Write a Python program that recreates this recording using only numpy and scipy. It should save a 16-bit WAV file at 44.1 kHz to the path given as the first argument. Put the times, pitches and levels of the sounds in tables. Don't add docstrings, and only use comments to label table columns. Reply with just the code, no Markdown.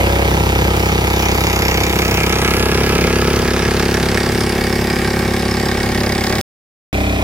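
import sys
import numpy as np
from scipy import signal
from scipy.fft import rfft, irfft, next_fast_len
from scipy.io import wavfile
from scipy.ndimage import uniform_filter1d, map_coordinates

SR = 44100
rng = np.random.default_rng(int(sys.argv[2]) if len(sys.argv) > 2 else 0)


def materialize(psi):
    bounded = np.clip(np.atleast_2d(psi).T, -1, 1)
    quanta = np.round(bounded * 32767).astype(np.int16)
    wavfile.write(sys.argv[1], SR, quanta)


def level_to_linear(level):
    exponent = np.asarray(level, float) / 20
    return 10 ** exponent


N = 318843

# from t/s, to t/s
SILENCE = (6.4126, 6.9283)
# t/s, engine effort level/dB, how far the bare block faces the bank level/dB
BOAT = [(0, 0, -4.5), (1.05, 0, -0.5), (1.25, -.5, 3), (1.6, -.5, 4), (2.15, 0.5, 4.5), (2.55, 2, 6.5),
        (2.75, 2, 2), (3.2, 2, 1), (4.0, 1, 3), (4.8, 0.5, -0.5), (5.4, 0, -1.5), (6.0, 0, 1),
        (6.41, -0.5, 6), (6.93, -1.5, -1)]


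def unit(x):
    return x / np.sqrt(np.mean(x ** 2) + 1e-20)


def along(points, hz):
    f, v = np.transpose(points)
    return np.interp(np.log(hz + 1), np.log(f + 1), v)


def curves(rows):
    s, *cols = np.transpose(rows)
    return [np.interp(np.arange(N) / SR, s, c) for c in cols]


def wobble(rate):
    knots = rng.standard_normal(int(N * rate / SR) + 4)
    return map_coordinates(knots, [np.arange(N) * rate / SR])


def filtered(x, response):
    m = 2 * next_fast_len(N // 2 + SR // 4)
    return irfft(rfft(x, m) * response(np.fft.rfftfreq(m, 1 / SR)), m)[..., :N]


def modes(table):
    def response(f):
        total = 0
        for k, (centre, width, db) in enumerate(table):
            resonance = 1j * f * width / (centre * centre - f * f + 1j * f * width)
            total = total + (-1) ** k * level_to_linear(db) * resonance
        return total
    return response


def noise_pair(patchy_db):
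    # f/Hz, left-right correlation
    likeness = [(60, .98), (300, .93), (700, .7), (1500, .72), (3000, .64), (6000, .52), (12000, .3)]
    z = signal.stft(rng.standard_normal((2, N)), nperseg=512)[2]
    field = rng.standard_normal(z.shape[1:])
    field = uniform_filter1d(uniform_filter1d(field, 5, 0), 12, 1)
    pair = signal.istft(z * level_to_linear(patchy_db * unit(field)), nperseg=512)[1][:, :N]

    def mix(hz):
        angle = np.arccos(np.clip(along(likeness, hz), -1, 1)) / 2
        return np.array([np.cos(angle), np.sin(angle)])

    mid, side = filtered(pair, mix)
    return np.array([mid + side, mid - side])


def after_change():
    return np.arange(N) / SR > np.mean(SILENCE)


def level(db, loss, effort, facing, side_db):
    start_m, speed_m_per_s, farthest_m = 15.05, 3.18, 28.6
    effort_db, facing_db = curves(BOAT)
    distance_m = np.minimum(start_m + speed_m_per_s * np.arange(N) / SR, farthest_m)
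    loss_db = -20 * np.log10(distance_m / start_m)
    moving_db = db + loss * loss_db + effort * effort_db + facing * facing_db
    return level_to_linear(np.where(after_change(), side_db, moving_db))


def by_heading(x, responses):
    # t/s, heading (0 to 3)
    turning = [
        (1.8, 0),
        (3.1, 1),
        (5, 2),
        (6.41, 2.2),
        (6.92, 3),
    ]
    heading = curves(turning)[0]
    shape = (len(responses),) + (1,) * (x.ndim - 1) + (-1,)
    views = filtered(x, lambda hz: np.array([r(hz) for r in responses]).reshape(shape))
    return sum(np.clip(1 - abs(heading - k), 0, 1) * unit(v) for k, v in enumerate(views))


def crank():
    # t/s, firing rate f/Hz
    speed = [(0, 32.81), (.7, 32.745), (1.75, 32.745), (2.0, 32.53), (2.25, 32.737), (2.4, 32.737),
             (2.5, 33.42), (3.0, 34.1), (3.5, 34.53), (4.0, 34.4), (5.0, 34.4), (6.41, 34.37),
             (6.93, 32.92)]
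    first_turn, slip = -.43, .148
    return first_turn + np.cumsum(curves(speed)[0]) / SR + slip * after_change()


def pulses(turn, lead, scatter_db, jitter_ms):
    cycle = np.arange(-1, int(turn[-1]) + 1)
    luck = rng.standard_normal((len(cycle), 2))
    at = np.interp(cycle - lead, turn, np.arange(N)) + luck[:, 0] * jitter_ms * SR / 1000
    at = np.clip(at, 1, N - 2)
    size = level_to_linear(scatter_db * luck[:, 1]) * (at > 1) * (at < N - 2)
    whole = at.astype(int)
    return np.bincount(whole, size * (1 + whole - at), N) + np.bincount(whole + 1, size * (at - whole), N)


def puffs(turn, lead, decay, second, scatter_db):
    size = level_to_linear(scatter_db * rng.standard_normal((int(turn[-1]) + 4, 2)))

    def burst(at, k):
        phase = at % 1
        return size[at.astype(int), k] * np.exp(-phase / decay) * (1 - np.exp(-phase / 0.032))

    return unit(burst(turn + lead + 1, 0) + second * burst(turn + lead + 1.48, 1))


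def wash():
    # f/Hz, spectral density level/dB
    churn_colour = [(15, -39), (30, -5.5), (64, -6.5), (140, 4), (230, -8), (400, -5), (1400, -12.5),
                    (15700, -32)]
    # t/s, f/Hz, level/dB, life/s, half the relative rise
    soft_tones = [
        (-.15, 557, -23, 0.56, 0.0077),
        (.63, 503, -22.5, .08, .12),
        (4.57, 647, -30, 0.038, 0.11),
        (6.26, 500, -24.5, .13, .2),
    ]
    swell_db = .5 * wobble(1.0) + 0.4 * wobble(15)
    churn = unit(filtered(noise_pair(patchy_db=1.0), lambda hz: level_to_linear(along(churn_colour, hz))))
    water = level(-21, loss=.55, effort=.36, facing=.13, side_db=-23.5) * level_to_linear(swell_db) * churn
    for s, hz, db, life, rise in soft_tones:
        u = np.clip((np.arange(N) / SR - s) / life, 0, 1)
        water = water + level_to_linear(db) * np.sin(np.pi * u) * np.sin(2 * np.pi * hz * life * u * (1 + rise * u))
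    return water


def clatter(turn):
    # f/Hz, width/Hz, level/dB
    block_modes = [
        [(1266, 110, 2), (1641, 59, 1.5), (1840, 240, -1), (2260, 290, 6), (2985, 1000, -3)],
        [(1290, 59, 0.5), (1670, 50, 0.5), (2010, 200, -6.5), (2380, 420, -4), (2830, 1100, -10.5)],
        [(1135, 75, -4), (1590, 110, -1), (1880, 79, 0.5), (2223, 89, 2), (2550, 1300, -12)],
        [(1290, 150, -13), (1860, 69, 0.5), (1900, 270, -1.5), (2430, 130, 2.5), (3360, 400, -11)],
    ]
    # f/Hz, width/Hz, level/dB
    fin_modes = [
        [(3600, 320, 1.5), (4700, 600, 3), (5500, 1100, 1.5), (7040, 900, 0)],
        [(3550, 740, -4), (4790, 660, 1), (5480, 700, 0.5), (6670, 800, -3.5)],
        [(3600, 890, -4.5), (4720, 580, 1.5), (5250, 770, 0), (6800, 600, -9)],
        [(3740, 473, 1), (4570, 940, -3), (5240, 575, -0.5), (6900, 660, -3.5)],
    ]
    # f/Hz, spectral density level/dB
    spray_colours = [
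        [(6000, -31.5), (7300, -12), (9000, -11), (10300, -5), (11800, 2), (13500, -2), (16000, -3.5)],
        [(6000, -36.5), (7300, -6.5), (9000, -5.5), (10300, -3), (11800, -7.5), (13500, -7), (16000, -6)],
        [(6000, -32.5), (7300, 1.5), (9000, 1.5), (10300, 0), (11800, -3), (13500, -2), (16000, -4.5)],
        [(6000, -39.5), (7300, -4), (9000, -8), (10300, -12.5), (11800, -2), (13500, -3), (16000, -10)],
    ]
    growth = .05 * curves(BOAT)[1] + .045 * np.arange(N) / SR
    bite = np.clip(.62 + np.where(after_change(), 0, growth), 0, 1)
    kick = puffs(turn, lead=.36, decay=.16, second=.26, scatter_db=1.6)

    def gate(depth):
        steady = np.sqrt(np.clip(1 - (depth * bite) ** 2, 0, 1))
        return steady + depth * bite * kick

    taps = .9 * pulses(turn, lead=.33, scatter_db=1.8, jitter_ms=.06)
    taps = taps + 1.1 * pulses(turn, lead=.105, scatter_db=1.2, jitter_ms=.025)
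    taps = taps + .55 * pulses(turn, lead=-.09, scatter_db=2, jitter_ms=.05)
    struck = noise_pair(patchy_db=2.1) * gate(.74) + .95 * unit(taps)
    knock = by_heading(struck, [modes(m) for m in block_modes])

    shaken = noise_pair(patchy_db=2.5) * gate(1.05)
    shaken = shaken + .41 * unit(pulses(turn, lead=.36, scatter_db=2, jitter_ms=.3))
    rattle = by_heading(shaken, [lambda hz, m=m: modes(m)(hz) ** 2 for m in fin_modes])

    drops = noise_pair(patchy_db=3.0) * gate(.68)
    spray = by_heading(drops, [lambda hz, m=m: level_to_linear(along(m, hz)) for m in spray_colours])
    metal = level(-21, loss=.72, effort=.99, facing=.4, side_db=-26) * knock
    metal = metal + level(-30.5, loss=-.09, effort=.06, facing=1.02, side_db=-39.5) * rattle
    return metal + level(-30, loss=.83, effort=.01, facing=.68, side_db=-44.5) * spray


def pipe(orders, rate, spread, low, high):
    def response(hz):
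        order = hz / rate
        lobe = .2 * ((order > 3.5) & (order < 8.5))
        null = .3 * ((abs(order - 4) < .5) | (abs(order - 8) < .5))
        chirp = -spread * (np.clip(order, 8.5, 15.5) - 10.5) ** 2 * (order > 8.5) * (order < 15.5)
        chirp -= .3 * spread * (order - 22) ** 2 * (order >= 15.5)
        outline = [(.2, -66)] + list(orders) + [(33, -19), (45, -80.5)]
        phase = np.exp(-2j * np.pi * (lobe + null + chirp))
        return level_to_linear(along(outline, order)) * phase * (order >= low) * (order < high)
    return response


def exhaust(turn):
    pipe_levels = [
        [-19.5, -2.5, -6.5, -10.5, -5.5, -5.5, -9, -16.5, -11.5, -6.5, -5.5, -10, -8, -8, -11],
        [-14, -2, -10.5, -8.5, -2, -7.5, 0, -13, -13.5, -1.5, -1, -1, -1, -7, -5],
        [-18.5, -9, -9, -4.5, 3.5, 4.5, 5.5, -29, -4, 4, 5, -2, -1.5, -27, -3.5],
        [-12, 4.5, 0, -13, -36, -2, -7.5, -7, -2, -35, -11.5, -17, -10.5, -23, -18],
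    ]
    # multiple of the firing rate, level/dB
    front_levels = [
        [(16, -5), (19, -29), (22, -1), (23, -20), (25, -3.5), (28, -12), (30, -8)],
        [(16, -23.5), (19, -14.5), (21, -27.5), (22, -19.5), (25, -9.5), (27, -26), (28, -16.5)],
        [(16, -10), (18, -23.5), (20, -31), (21, -10.5), (23, -11.5), (25, -10.5), (29, -35)],
        [(16, -10), (18, -10), (19, -6.5), (22, -6.5), (24, -10.5), (27, -35), (29, -21.5)],
    ]
    firing_rates = [32.7, 34.4, 34.4, 32.9]
    smear = [.012, .006, .015, .055]
    # f/Hz, width/Hz, level/dB
    muzzle = [(599, 74, 8), (756, 42, -0.5), (835, 230, -1), (970, 150, -5.5)]

    def part(x, low, high):
        views = []
        for levels, front_part, rate, spread in zip(pipe_levels, front_levels, firing_rates, smear):
            orders = list(enumerate(levels, start=1)) + front_part
            views.append(pipe(orders, rate, spread, low, high))
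        return by_heading(x, views)

    beats = pulses(turn, lead=-.02, scatter_db=.5, jitter_ms=.03)
    front = pulses(turn, lead=.025, scatter_db=.8, jitter_ms=.03)
    thump = part(beats, 0, 3.5)
    bark = part(beats, 3.5, 15.5)
    crack = part(front, 15.5, 60)
    bank = np.array([np.roll(crack, round(ms * SR / 1000)) for ms in (6.3, 9.1)])
    jet = noise_pair(patchy_db=1.5)
    jet = jet * (.6 + .4 * puffs(turn, lead=.1, decay=.2, second=.7, scatter_db=2.2))
    gas = unit(filtered(jet, modes(muzzle)))
    low = level(-16.5, loss=1.26, effort=.5, facing=-.07, side_db=-19) * thump
    low = low + level(-20.5, loss=-.13, effort=1.38, facing=-.11, side_db=-23) * bark
    sharp = crack + .62 * bank + level_to_linear(-12) * gas
    return low + level(-22, loss=1.35, effort=-1, facing=.2, side_db=-27) * sharp


def scene():
    # t/s, delay/ms
    bearing = [
        (0, .21),
        (1, .2),
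        (2, 0.14),
        (3.5, .045),
        (6.4, -0.054),
        (6.93, 0.24),
        (7.23, .21),
    ]
    turn = crank()
    boat = exhaust(turn) + clatter(turn) + wash()
    lag = curves(bearing)[0] * SR / 2000
    return np.array([map_coordinates(c, [np.arange(N) - s * lag], order=3, mode="nearest")
                     for c, s in zip(boat, (1, -1))])


def low_pass(x):
    return signal.sosfilt(signal.butter(12, 15870, fs=SR, output="sos"), x)


def record(dry):
    # f/Hz, left minus right level/dB
    mismatch = [(60, .5), (380, .5), (700, 0), (1290, -3), (2380, -2), (8120, 0), (15000, -1.5)]
    x = dry / (1 + np.abs(dry / 1.1) ** 6) ** (1 / 6)
    x = filtered(x, lambda hz: level_to_linear(np.array([[.5], [-.5]]) * along(mismatch, hz)) * (hz < 15850))
    t = np.arange(N) / SR
    mix = x * ((t < SILENCE[0]) | (t > SILENCE[1]))
    return low_pass(mix)


dry = scene()
out = record(dry)
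materialize(out)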